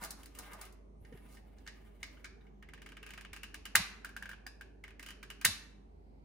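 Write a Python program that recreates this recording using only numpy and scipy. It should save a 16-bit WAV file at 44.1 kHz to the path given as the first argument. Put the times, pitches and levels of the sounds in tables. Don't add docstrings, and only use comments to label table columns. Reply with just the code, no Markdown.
import sys
import numpy as np
from scipy import signal
from scipy.fft import rfft, irfft
from scipy.io import wavfile
from scipy.ndimage import uniform_filter1d

SR = 44100
rng = np.random.default_rng(int(sys.argv[2]) if len(sys.argv) > 2 else 0)


def unload_wav(signal):
    wavfile.write(
        sys.argv[1],
        SR,
        np.round(np.clip(np.atleast_2d(signal).T, -1, 1) * 32767).astype(np.int16),
    )


def gain_from_db(level_db):
    decades = np.asarray(level_db, float) / 20
    return 10 ** decades


N = 275228


def colour(x, points):
    n = x.shape[-1]
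    hz, db = np.transpose(points)
    log_hz = np.log(np.fft.rfftfreq(n, 1 / SR) + 1)
    return irfft(rfft(x) * gain_from_db(np.interp(log_hz, np.log(hz), db)), n)


def band(x, lo_hz, hi_hz):
    sos = signal.butter(2, [lo_hz, min(hi_hz, SR * 0.45)], "band", fs=SR, output="sos")
    return signal.sosfilt(sos, x)


def unit(x):
    return x / np.sqrt(np.mean(x ** 2))


def fade(t, t60):
    return np.exp(-np.log(1000) * t / t60)


def walk(rate_hz):
    hold = int(SR / rate_hz)
    steps = np.repeat(rng.standard_normal(N // hold + 1), hold)
    return unit(uniform_filter1d(uniform_filter1d(steps, hold), hold)[:N])


def curve(table):
    s, *columns = np.transpose(table)
    t = np.arange(N) / SR
    inside = (t >= s[0]) & (t <= s[-1])
    gate = uniform_filter1d(1.0 * inside, 800)
    return gate, [np.interp(t, s, column) for column in columns]


def add(out, s, sound):
    i = int(s * SR)
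    out[:, i:i + sound.shape[-1]] += sound[..., :N - i]


# pitch in Hz, wander in Hz, level in dB
HUM = [(50.7, 1.5, -58), (207.5, 8.9, -74)]
# frequency in Hz, level in dB per Hz
AIR = [(44, -34), (75, -1.5), (86, -16.5), (211, -10.5), (264, -12.5), (301, -14), (395, -14.5), (505, -18),
       (540, -21.5), (774, -20.5), (1360, -36.5), (7630, -52), (16000, -68)]
# frequency in Hz, likeness from -1 to 1
AIR_ALIKE = [(40, 1), (130, 0.59), (300, 0.49), (650, -.3), (1500, -0.45), (6000, .1)]
AIR_DB = -60.5


def air():
    out = 0
    mid, side = colour(rng.standard_normal((2, N)), AIR)
    alike_hz, likeness = np.transpose(AIR_ALIKE)
    for hz in 35 * 2 ** np.arange(0, 9, 0.5):
        alike = np.clip(np.interp(np.log(hz), np.log(alike_hz), likeness), -0.99, 0.99)
        pair = np.sqrt(1 + alike) * mid + np.sqrt(1 - alike) * side * np.array([[1], [-1]])
        out = out + gain_from_db(1.2 * walk(6)) * band(pair, hz / 2 ** 0.22, hz * 2 ** 0.24)
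    rumble_cut = signal.butter(4, 68, "high", fs=SR, output="sos")
    out = gain_from_db(AIR_DB) * unit(signal.sosfilt(rumble_cut, out))
    for hz, width, db in HUM:
        phase = 2 * np.pi * np.cumsum(hz + width * walk(6.6) / 2) / SR
        out = out + np.sqrt(2) * gain_from_db(db + 0.5 * walk(2.4)) * np.sin(phase)
    return out * gain_from_db(np.array([[-0.8], [0.8]]))


# band centre in Hz, t60 in seconds, level in dB
ROOM = [(250, .4, -7), (519.5, 0.37, 3), (1066, 0.45, 5), (1993, 0.56, 3.5), (3850, 0.39, 8),
        (7407, 0.27, 4), (14700, 0.14, -12.5)]
ROOM_DB, NICHE_DB, NICHE_T60_S = -2.5, 3, 0.064


def space(dry):
    t = np.arange(SR * 3 // 4) / SR
    noise = rng.standard_normal((3, len(t)))
    noise = 0.5 * noise[1:] + 0.37 * band(noise[0], 60, 2500) + 0.12 * noise[0]
    sparse = rng.random(len(t)) < 0.15
    niche = noise * sparse * (t > 0.001) * fade(t, NICHE_T60_S)
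    tail = sum(gain_from_db(db) * band(noise, hz / 2.3, hz * 1.45) * fade(t, t60) for hz, t60, db in ROOM)
    tail = tail * (1 - np.exp(-t / 0.0013))
    echo = (gain_from_db(NICHE_DB) * unit(niche) + gain_from_db(ROOM_DB) * unit(tail)) / np.sqrt(len(t))
    return dry[0] + signal.fftconvolve(dry[1:], echo, axes=1)[:, :N]


def puffs(table, half_s):
    t = np.arange(N) / SR
    out = 0
    for s, db, hz in table:
        out = out + gain_from_db(db) * np.exp(-((t - s) / half_s) ** 2) * np.cos(2 * np.pi * hz * (t - s))
    return out


# middle in seconds, peak in dB, pitch in Hz
KNOCKS = [
    (1.022, -47, 72),
    (1.127, -48, 470),
    (1.129, -50, 244),
    (1.144, -46, 146),
    (1.155, -49.5, 410),
    (3.319, -49, 75),
    (4.468, -53, 760),
]


def knocks():
    return puffs(KNOCKS, half_s=0.006)


# middle in seconds, level in dB, half length in seconds, treble in dB
SCRAPES = [
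    (0.037, -48.5, 0.02, -2),
    (0.116, -60, 0.024, -8),
    (0.197, -63.5, 0.022, -1.5),
    (0.364, -60.5, 0.016, 1),
    (0.392, -58, 0.014, -23),
    (0.52, -59, 0.054, -37),
    (0.618, -60.5, 0.0215, -9),
    (1.333, -74.5, 0.049, 7.5),
    (2.46, -77, 0.034, -14),
]
# frequency in Hz, level in dB
GRIND = [(250, -7), (550, -4), (900, -1), (1500, -2.5), (2300, -14), (3500, -36)]


def scrapes():
    t = np.arange(N) / SR
    grit = rng.standard_normal(N) * gain_from_db(4.5 * walk(500))
    low, high = unit(colour(grit, GRIND)), unit(band(grit, 1800, 20000))
    out = 0
    for s, db, half_s, treble_db in SCRAPES:
        out = out + gain_from_db(db) * np.exp(-((t - s) / half_s) ** 2) * (low + gain_from_db(treble_db) * high)
    return out


# time in seconds, level in dB
RUB = [
    [(0.0, -52), (0.062, -63.5), (0.16, -88), (0.376, -64.5), (0.522, -55), (0.578, -65), (0.622, -51),
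     (0.7, -79), (0.76, -100)],
    [(1.0, -87), (1.066, -73), (1.248, -68), (1.386, -79), (1.882, -69.5), (2.194, -70), (2.328, -85),
     (2.6, -89)],
]


def rub():
    grains = rng.standard_normal(N) * gain_from_db(-1.0 * walk(300) + 4.3 * walk(55))
    low, high = unit(band(grains, 620, 3330)), unit(band(grains, 1600, 22300))
    pressure = sum(gate * gain_from_db(db - 5.0) for gate, (db,) in map(curve, RUB))
    return pressure * (low + gain_from_db(-1.5) * high)


# time in seconds, pitch in Hz, level in dB
SECOND_FOOT = [(.995, 10200, -92), (1.015, 11600, -79), (1.045, 13000, -91), (1.1, 12000, -90),
               (1.18, 11600, -78), (1.26, 10700, -80)]
SLIDE_S, SLIDE_LENGTH_S, SLOW_HZ, FAST_HZ, SQUEAL_DB = 0.96, 0.44, 6000, 11000, -81.5


def squeal():
    way = np.clip((np.arange(N) / SR - SLIDE_S) / SLIDE_LENGTH_S, 0, 1)
    speed = np.abs(np.sin(np.pi * way ** 0.9)) ** 0.4
    first_gate = np.minimum(speed / 0.82, 1) ** 2
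    first_foot = first_gate, (SLOW_HZ + (FAST_HZ - SLOW_HZ) * speed, SQUEAL_DB)
    out = 0
    for gate, (hz, db) in (first_foot, curve(SECOND_FOOT)):
        level = gate * gain_from_db(db + 2.0 * walk(57.0))
        phase = 2 * np.pi * np.cumsum(hz * (1 + 0.0023 * walk(200))) / SR
        out = out + level * np.sin(phase)
    return out


# frequency in Hz, level in dB
BODY = [(500, -13.5), (1050, -3.5), (1300, -1), (1650, 4.5), (2200, 1.5), (2850, 2), (3300, -3),
        (4200, -16), (5500, -20.5)]
SHELL_HZ = (1600, 2950)
RATTLE_T60_S, CRACK_T60_S = 0.012, 0.008


def split_bands(x):
    return [unit(colour(x[0], BODY)), unit(band(x[1], 3400, 7000)), -unit(band(x[2], 7000, 17000))]


def clicks(table, ring_t60, rise, rattle_db, mid_db, top_db, sent_db, room_db=0.0, partner_db=-28.5, drag=1.0):
    out, t = np.zeros((2, N)), np.arange(1024) / SR
    swell = (1 - np.exp(-t / rise)) ** 2
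    envelope = swell * fade(t, drag * np.array([[RATTLE_T60_S], [CRACK_T60_S], [CRACK_T60_S]]))
    impulse = np.tile(1.0 * (np.arange(len(t)) == 60), (3, 1))
    even = split_bands(impulse) * np.sqrt(np.mean(envelope ** 2, axis=1, keepdims=True))
    for s, peak_db, ring_hz, crack_db in table:
        mode_hz = SHELL_HZ[int(ring_hz < np.mean(SHELL_HZ))]
        partner_hz = mode_hz * (1 + 0.013 * rng.standard_normal())
        tone = np.sin(-2 * np.pi * ring_hz * t) + gain_from_db(partner_db) * np.sin(2 * np.pi * partner_hz * t)
        ring = swell * fade(t, ring_t60) * tone
        ring = ring / ring.max()
        shares = gain_from_db(np.array([rattle_db, crack_db + mid_db, crack_db + top_db]))
        grit = split_bands(rng.standard_normal((3, len(t)))) * envelope
        near = ring + shares @ grit
        sent = gain_from_db(sent_db) * ring * fade(t, 2 * ring_t60) + gain_from_db(room_db) * shares @ even
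        add(out, s, gain_from_db(peak_db) * np.array([near, sent]))
    return out


# start in seconds, peak in dB, ring in Hz, crack in dB
TICKS = [(0.0364, -47.5, 2600, 11.5), (0.0464, -39, 4560, 2), (0.1061, -42, 4380, 7),
         (0.2319, -43, 3120, -7), (0.258, -42.5, 4530, -5.5), (0.3501, -45.5, 2860, -4),
         (0.387, -37.5, 4530, 1), (0.5322, -49.5, 2900, 5), (0.6126, -45.5, 4480, 5.5),
         (0.6519, -51.5, 2860, 1.5), (0.7242, -65, 5100, 7.5)]


def stick_ticks():
    return gain_from_db(-3) * clicks(TICKS, ring_t60=0.006, rise=0.00047, rattle_db=-4.5, mid_db=4.0, top_db=10.5, sent_db=-4)


# start in seconds, peak in dB, ring in Hz, crack in dB
GRIP = [(1.0489, -53.5, 1910, -9), (1.1248, -54, 1840, -13), (1.1727, -54.5, 1860, -10),
        (1.3694, -53.5, 1870, -6), (1.583, -60.5, 1740, -1), (1.6644, -45, 1630, -9),
        (1.6741, -38.5, 1870, -4.5), (2.0289, -36, 2140, -2), (2.17, -56, 1460, -19),
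        (2.2432, -39, 2276, -5), (2.2545, -53.5, 1380, 2), (2.4094, -62.5, 3770, -17),
        (2.4666, -60, 2200, -16)]
# start in seconds, peak in dB, ring in Hz, crack in dB
PULL = [(2.6244, -49, 1890, -15), (2.6865, -51, 2060, -14), (2.7344, -43, 1600, -12),
        (2.7756, -51.5, 1800, -24), (2.8173, -46, 1750, -10.5), (2.8604, -44, 2250, -10.5),
        (2.8884, -50.5, 3080, -8), (2.9187, -46.5, 2350, -14.5), (2.9678, -43, 2260, -15),
        (3.0277, -43.5, 2700, -12), (3.0625, -43.5, 2640, -9), (3.0889, -47, 2450, -12.5),
        (3.1045, -43, 1580, -8.5), (3.1348, -43, 2230, -9), (3.1755, -40, 2550, -13.5),
        (3.2087, -45, 1710, -8), (3.248, -42, 1610, -17.5), (3.3303, -39, 2270, -7.5),
        (3.3618, -43, 2680, -7.5), (3.4314, -39, 2800, -5.5), (3.5423, -37.5, 1640, -7),
        (3.6529, -38, 2900, -5)]
# start in seconds, peak in dB, ring in Hz, crack in dB
LET_GO = [(4.0458, -31.5, 1510, -13), (4.0677, -42.5, 1640, -25), (4.0901, -42, 1570, -17),
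          (4.1641, -31, 1570, -15.5), (4.2239, -31, 1660, -19.5), (4.2557, -34.5, 1600, -22),
          (4.291, -34, 1600, -16.5), (4.3133, -36.5, 1680, -18.5), (4.331, -37.5, 1565, -26.5),
          (4.4647, -35, 1710, -11), (4.4655, -41.5, 4950, -24.5), (4.6096, -35.5, 1608, -18.5)]
# start in seconds, peak in dB, ring in Hz, crack in dB
PULL_AGAIN = [(4.8378, -42, 2090, -14), (4.8783, -48, 1780, -12.5), (4.9045, -50.5, 2500, -17),
              (4.9941, -44, 1980, -7.5), (5.0265, -43, 2600, -6), (5.0613, -42.5, 2930, -4.5),
              (5.0853, -41.5, 2950, -7.5), (5.104, -43.5, 3010, -6.5), (5.122, -55.5, 2950, -14),
              (5.228, -40, 2340, -10), (5.3007, -39, 2880, -7.5), (5.4121, -39, 2460, -7)]


def trigger():
    held = dict(ring_t60=0.011, drag=1.9)
    pull = dict(rise=0.0013, mid_db=7.5, top_db=10, sent_db=0, room_db=-1.5, partner_db=-10.5, **held)
    grip = clicks(GRIP, rise=0.00097, rattle_db=-3.0, mid_db=5, top_db=-4.0, sent_db=2.5, room_db=0,
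                  partner_db=-7, **held)
    first = clicks(PULL, rattle_db=3, **pull)
    let_go = clicks(LET_GO, rise=0.0014, rattle_db=-5.0, mid_db=6.5, top_db=10.5, sent_db=-2, room_db=-1,
                    partner_db=-44, **held)
    second = clicks(PULL_AGAIN, rattle_db=2.0, **pull)
    return gain_from_db(-0.5) * (grip + first + let_go + second)


# middle in seconds, peak in dB, pitch in Hz
CATCH = [(3.756, -43, 830), (3.757, -49.5, 490), (3.785, -43.5, 95), (3.804, -39, 182), (3.813, -45, 85),
         (5.459, -48.5, 664), (5.46, -42, 145), (5.461, -48, 414), (5.489, -42, 100), (5.49, -44, 213),
         (5.51, -41.5, 76)]


def gas_catch():
    return puffs(CATCH, half_s=0.0078)


# start in seconds, peak in dB, ring in Hz, crack in dB
HAMMER = [
    (3.7530, -7, 1800, -10),
    (5.4479, -13.5, 1950, -2),
]
# delay in seconds, peak in dB, ring in Hz, crack in dB
REBOUNDS = [
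    (-.0020, -37.5, 2497, 2),
    (.0029, -17.5, 2400, 4.5),
    (.0058, -22.5, 3200, -2),
    (.0097, -20.5, 1539, -11),
]
SLACK = [0.88, 1.16]
ANVIL_HZ, ANVIL_DB, ANVIL_LATE_S = 3940, -26, 0.0065


def spark():
    bounces = []
    for blow, slack in zip(HAMMER, SLACK):
        for delay, db, hz, crack_db in REBOUNDS:
            bounces.append((blow[0] + delay * slack, db, hz * slack, crack_db))
    answers = [(blow[0] + ANVIL_LATE_S, ANVIL_DB, ANVIL_HZ, -8) for blow in HAMMER]
    snaps = clicks(bounces, ring_t60=0.0084, rise=0.00036, rattle_db=-3, mid_db=-2.5, top_db=5.5,
                   sent_db=-8, room_db=-12.5)
    anvil = clicks(answers, ring_t60=0.0063, rise=0.00053, rattle_db=-5.5, mid_db=-2.5, top_db=-1.5,
                   sent_db=10, room_db=4)
    blows = clicks(HAMMER, ring_t60=0.005, rise=0.00085, rattle_db=-8, mid_db=3.0, top_db=7.5,
                   sent_db=-16, room_db=4)
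    return snaps + anvil + blows


def scene():
    near = scrapes() + rub() + squeal() + stick_ticks() + trigger() + spark()
    return air() + space(near) + knocks() + gas_catch()


def roll_off(x):
    return signal.sosfilt(signal.butter(12, 16870, fs=SR, output="sos"), x)


# frequency in Hz, level in dB
MIC = [(100, 0.5), (6000, -4), (8500, -5), (11000, 0), (12600, -6), (13300, -20), (14000, -3), (15000, 0),
       (15800, -7), (16100, -15), (16900, -39.5)]


def record(dry):
    late = np.array([dry[0], np.roll(dry[1], 1)])
    return roll_off(colour(late, MIC))


dry = scene()
out = record(dry)
unload_wav(out)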